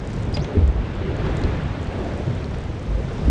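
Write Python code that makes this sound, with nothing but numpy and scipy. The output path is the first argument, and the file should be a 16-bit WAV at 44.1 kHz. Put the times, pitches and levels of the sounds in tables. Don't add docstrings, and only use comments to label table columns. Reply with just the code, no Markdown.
import sys
import numpy as np
from scipy import signal
from scipy.fft import rfft, irfft, next_fast_len
from scipy.io import wavfile
from scipy.ndimage import uniform_filter1d, map_coordinates

SR = 44100
rng = np.random.default_rng(int(sys.argv[2]) if len(sys.argv) > 2 else 0)


def file_out(sig):
    cols = np.atleast_2d(sig).T
    lim = np.clip(cols, -1, 1)
    pcm = np.round(lim * 32767).astype(np.int16)
    wavfile.write(sys.argv[1], SR, pcm)


N = 145530

# [f/Hz, relative level/dB]
FIZZ_SPECTRUM = [(1500, -22.5), (3500, 5), (6000, 2), (7500, -5), (9000, -9.5), (10500, -11.5),
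                 (13000, -19)]


def amp(db):
    return 10 ** (np.asarray(db) / 20)


def unit(x):
    return x / np.sqrt(np.mean(x ** 2) + 1e-20)


def clock():
    return np.arange(N) / SR


def curve(rows):
    return np.interp(clock(), *np.transpose(rows))


def wobble(rate):
    knots = rng.standard_normal(int(N * rate / SR) + 4)
    return map_coordinates(knots, [clock() * rate])


def coloured(x, points):
    m = next_fast_len(N + 8192)
    hz, db = np.transpose(points)
    freqs = np.fft.rfftfreq(m, 1 / SR)
    gain = amp(np.interp(np.log(freqs + 1), np.log(hz + 1), db))
    return irfft(rfft(x, m) * gain, m)[:N]


def coloured_noise(points):
    return unit(coloured(rng.standard_normal(N), points))


def rush(colour, patchy_db):
    z = signal.stft(rng.standard_normal(N), nperseg=512)[2]
    field = uniform_filter1d(rng.standard_normal(z.shape), size=5, axis=0)
    field = uniform_filter1d(field, size=9, axis=1)
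    patchy = signal.istft(z * amp(patchy_db * unit(field)), nperseg=512)[1][:N]
    return unit(coloured(patchy, colour))


def swell(s, rise, fall):
    t = clock() - s
    return np.exp(np.where(t < 0, -.5 * (t / rise) ** 2, 1 - np.hypot(1, t / fall)))


def bubbles(per_s, hz, spread, cycles, size_db, glide, size):
    u = rng.random((int(per_s * N / SR), 4))
    bell = np.sqrt(-2 * np.log(1 - u[:, 1])) * np.cos(2 * np.pi * u[:, 2])
    pitch = np.clip(hz * np.exp(spread * bell), 1, SR / 4)[:, None]
    turns = pitch * np.arange(size) / SR
    age = turns / cycles
    strength = amp(size_db * np.minimum(-np.log(1 - u[:, 3:]), 2 * np.e))
    envelope = strength * amp(-60 * age) * (1 - np.exp(-2 * turns))
    ring = envelope * np.sin(2 * np.pi * turns * (1 + glide * age / 2))
    at = (u[:, :1] * N).astype(int) + np.arange(size)
    return unit(np.bincount(at.ravel(), ring.ravel(), N)[:N])


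def waver(s, hz, glide_per_s, wander):
    glide = np.clip(glide_per_s * (clock() - s), -.5, .5)
    pitch = hz * np.exp(glide + wander * wobble(90))
    return np.sqrt(2) * np.sin(2 * np.pi * np.cumsum(pitch) / SR)


def ringing(modes, t):
    return sum(amp(db - 60 * t / t60) * np.sin(2 * np.pi * hz * t) for hz, db, t60 in modes)


def wind():
    # [t/s, level/dB]
    rumble_level = [(0, -28.5), (.34, -22), (.46, -26), (.7, -29.5), (.95, -25), (1.27, -22), (1.6, -23.5),
                    (1.85, -25.5), (2.3, -24.5), (2.6, -27), (2.8, -27.5), (3.05, -26.5), (3.15, -27),
                    (3.3, -16)]
    # [f/Hz, relative level/dB]
    rumble_colour = [(12, -16), (25, -5), (40, 0.5), (70, 2), (120, -0.5), (170, -4), (240, -10),
                     (400, -30), (900, -55), (6000, -100)]
    # [peak t/s, level/dB, rise/s, fall/s, f/Hz]
    thumps = [(0.4, -18, 0.0064, 0.01, 135), (.574, -14, 0.0028, 0.0057, 194.7),
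              (0.577, -12.5, 0.005, 0.024, 88), (0.647, -9, 0.015, 0.012, 67),
              (0.686, -11.5, 0.0089, 0.016, 62), (.787, -18.5, 0.041, 0.023, 52),
              (1.456, -11.5, 0.0076, 0.0071, 78), (1.531, -21, 0.026, 0.039, 69.9),
              (2.287, -19, .01, 0.024, 125.2), (2.915, -22, 0.03, 0.069, 50.95),
              (3.045, -27, 0.017, 0.018, 129.2), (3.296, -10, 0.019, .04, 64)]
    # [peak t/s, level/dB, rise/s, fall/s]
    buffets = [(0.574, -18, 0.0047, 0.018), (3.293, -19, 0.0175, .04)]
    # [f/Hz, relative level/dB]
    buffet_colour = [(30, -36), (90, -10), (170, 5), (290, 3), (450, -18.5), (900, -25.5), (2500, -58),
                     (9000, -100)]
    sag_per_s, wander, noise_db = 1.2, 0.0937, -12

    out = amp(curve(rumble_level) + 0.47 * wobble(13)) * coloured_noise(rumble_colour)
    turbulence = amp(noise_db) * coloured_noise(rumble_colour)
    for s, db, rise, fall, hz in thumps:
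        thump = waver(s, hz, -sag_per_s, wander) + turbulence
        out += amp(db) * swell(s, rise, fall) * thump
    gusts = sum(amp(db) * swell(s, rise, fall) for s, db, rise, fall in buffets)
    return out + gusts * coloured_noise(buffet_colour)


def squeak():
    # [peak t/s, level/dB, rise/s, fall/s, f/Hz]
    rub_tone = (0.4, -45.5, 0.07, 0.0344, 3750)
    # [f/Hz, level/dB, t60/s]
    slip_modes = [(4797, -34, 0.13), (4900, -45, .12), (5100, -41, .1), (5230, -41, .025), (4260, -44, .04)]
    start_s, length_s, edge_s = .3405, 0.0132, 0.002
    slip_db, slip_hz, slip_glide_per_s, slip_wander = -31, 4940, -2, 0.0049
    chatter_per_s, slip_rough = 900, .4

    s, db, rise, fall, hz = rub_tone
    rub = amp(db) * swell(s, rise, fall) * waver(s, hz, glide_per_s=20, wander=.03)
    rub *= wobble(chatter_per_s)

    t = np.maximum(clock() - start_s, 0)
    middle = start_s + length_s / 2
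    level = np.clip(t / edge_s, 0, 1) * np.exp(-np.maximum(t - length_s, 0) / edge_s)
    slip = amp(slip_db) * level * waver(middle, slip_hz, slip_glide_per_s, slip_wander)
    slip *= 1 + slip_rough * wobble(chatter_per_s)

    ring = ringing(slip_modes, np.maximum(clock() - middle, 0))
    friction = amp(-43.5) * swell(middle, rise=0.0098, fall=0.015) * coloured_noise(FIZZ_SPECTRUM)
    return rub + slip + ring + friction


def knocks():
    # [t/s, clack level/dB, body level/dB]
    contacts = [(.3262, -35, -49), (0.3674, -22.5, -27), (.3698, -23.5, -13.5), (0.393, -35, -44),
                (0.4444, -25, -26)]
    # [f/Hz, relative level/dB]
    crack_colour = [(300, 7), (850, 14.5), (1300, 0), (2200, 6.5), (3700, 4), (5000, -5), (8000, -13),
                    (11000, -27)]
    # [f/Hz, relative level/dB, t60/s]
    clack_modes = [(2140, -9.5, 0.032), (2480, -18, .03), (3413, -5.5, 0.017), (4150, -8.5, 0.017),
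                   (5750, -18, 0.022)]
    # [f/Hz, relative level/dB, t60/s]
    body_modes = [(225, 2.5, 0.044), (413, -11, 0.13), (584, -6.5, 0.066), (825, -11.5, 0.04)]
    crack_t60_s, rise_s = 0.022, 0.00076

    out, crack = np.zeros(N), coloured_noise(crack_colour)
    for s, db, body_db in contacts:
        t = np.maximum(clock() - s, 0)
        clack = amp(-0.5 - 60 * t / crack_t60_s) * crack + ringing(clack_modes, t)
        body = ringing(body_modes, t)
        out += (1 - np.exp(-t / rise_s)) * (amp(db) * clack + amp(body_db) * body)
    return out


def ticks():
    # [t/s, level/dB, f/Hz, t60/s]
    pops = [(0.051, -35, 7000, 0.0018), (.0744, -30, 7200, 0.0021), (0.1052, -31, 6300, 0.0028),
            (.133, -34, 7800, 0.0022), (0.139, -36, 7500, 0.0027), (.165, -40, 7300, 0.0059),
            (.226, -33.5, 7600, .002), (0.2337, -33, 7000, .0025), (.3275, -38, 8300, .007),
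            (0.678, -29.5, 7360, 0.0014), (.953, -43, 7400, .005), (1.167, -33, 7000, 0.0022),
            (1.356, -42, 8200, .002), (1.3688, -25.5, 6700, 0.002), (1.372, -28, 7360, 0.002),
            (1.394, -39, 7000, 0.0024), (1.4145, -42, 8200, .002), (1.4172, -33, 6800, .0025),
            (1.4367, -34, 5160, 0.004), (1.438, -30, 4100, 0.016), (1.636, -38, 7960, .002),
            (1.8715, -35.5, 4360, 0.014), (2.307, -36.5, 4600, .005), (2.4435, -30.5, 4170, 0.0063),
            (2.458, -39, 5500, .004), (2.607, -38, 7500, 0.0017), (2.855, -42, 3700, .008)]
    # [f/Hz, relative level/dB]
    crack_colour = [(1000, -29), (3000, -4.5), (4500, 5), (7000, -5), (10000, -18), (14000, -8)]

    out, t = np.zeros(N + SR), np.arange(2048) / SR
    cracks = 0.52 * coloured_noise(crack_colour)
    for s, db, hz, t60 in pops:
        start = round(s * SR)
        pop = np.sin(2 * np.pi * hz * t) + cracks[start:][:len(t)]
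        out[start:][:len(t)] += amp(db - 60 * t / t60) * pop
    return out[:N]


def splashes():
    # [peak t/s, level/dB, rise/s, fall/s]
    puffs = [(1.265, -29.5, 0.0074, 0.0084), (2.544, -31, 0.005, 0.006)]
    # [f/Hz, relative level/dB]
    spray_colour = [(400, 2.5), (1250, -4), (1800, -13.5), (2600, -12), (5000, -23.5), (10000, -54)]

    spray = coloured_noise(spray_colour)
    return spray * sum(amp(db) * swell(s, rise, fall) for s, db, rise, fall in puffs)


def fizz():
    # [t/s, level/dB]
    fizz_level = [(0, -56.5), (.15, -52), (.3, -57), (.8, -60.5), (1.1, -63), (1.35, -54.5), (1.6, -58),
                  (2.2, -53), (2.7, -56), (3, -54), (3.28, -51)]

    crackle = bubbles(per_s=380, hz=6100, spread=.25, cycles=7.6, size_db=3.5, glide=0.12, size=160)
    hiss = rush(FIZZ_SPECTRUM, patchy_db=1.2)
    return amp(curve(fizz_level)) * unit(hiss + amp(-5.5) * crackle)


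def gulps():
    # [peak t/s, level/dB, rise/s, fall/s, f/Hz]
    pockets = [(.561, -24.5, 0.0095, 0.012, 395), (1.084, -28, 0.027, 0.018, 386.4),
               (1.995, -25, 0.0057, 0.015, 390), (2.06, -31, 0.0064, 0.011, 691)]

    rings = np.zeros(N)
    for s, db, rise, fall, hz in pockets:
        rings += amp(db) * swell(s, rise, fall) * waver(s, hz, glide_per_s=0.36, wander=0.0504)
    return rings * unit(1 + 0.41 * wobble(200))


def slosh():
    # [t/s, level/dB]
    slosh_level = [(0, -33), (.3, -33.5), (.46, -33), (.54, -27.5), (.7, -33), (.9, -33), (1.1, -31),
                   (1.5, -28), (1.65, -34), (1.9, -32), (2.05, -28.5), (2.22, -30.5), (2.45, -32.5),
                   (2.65, -35), (3.1, -33.5), (3.28, -29.5)]
    # [f/Hz, relative level/dB]
    slosh_colour = [(90, -27), (220, -1), (380, -0.5), (520, -2), (750, -8), (1100, -17), (2500, -50.5)]

    gurgle = bubbles(per_s=150, hz=432.0, spread=0.39, cycles=19.8, size_db=0.5, glide=0.1, size=4000)
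    body = rush(slosh_colour, patchy_db=1.4) + amp(-3.0) * unit(coloured(gurgle, slosh_colour))
    return amp(curve(slosh_level) + .5 * wobble(24)) * unit(body)


def wash():
    # [t/s, level/dB]
    wash_level = [(0, -41), (.25, -42), (.5, -40), (.72, -41), (.92, -38), (1.2, -36.5), (1.33, -35),
                  (1.55, -35.5), (1.8, -38.5), (2.2, -39), (2.5, -40.5), (2.8, -42), (3.1, -40.5),
                  (3.28, -38.5)]
    # [f/Hz, relative level/dB]
    wash_colour = [(250, -34), (600, 2.5), (1000, 1.5), (1500, 1), (2200, -3), (3500, -8.5), (5000, -18.5),
                   (8000, -31.5), (11000, -58)]

    grains = bubbles(per_s=900, hz=1720, spread=0.573, cycles=16.6, size_db=2.5, glide=0.39, size=900)
    body = rush(wash_colour, patchy_db=0.92) + amp(-10.0) * unit(coloured(grains, wash_colour))
    return amp(curve(wash_level) + 0.49 * wobble(13)) * unit(body)


def scene():
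    on_board = wind() + squeak() + knocks()
    water = ticks() + splashes() + fizz() + gulps() + slosh() + wash()
    return (on_board + water)[None]


def record(dry):
    # [f/Hz, gain/dB]
    treble_response = [(9000, -1), (10000, -8), (10800, -22.5), (12500, -16.5), (13800, -33)]
    top_hz = 13800

    m = next_fast_len(N + 8192)
    in_band = np.fft.rfftfreq(m, 1 / SR) < top_hz
    spectrum = rfft(coloured(dry[0], treble_response), m) * in_band
    return irfft(spectrum, m)[None, :N]


dry = scene()
out = record(dry)
file_out(out)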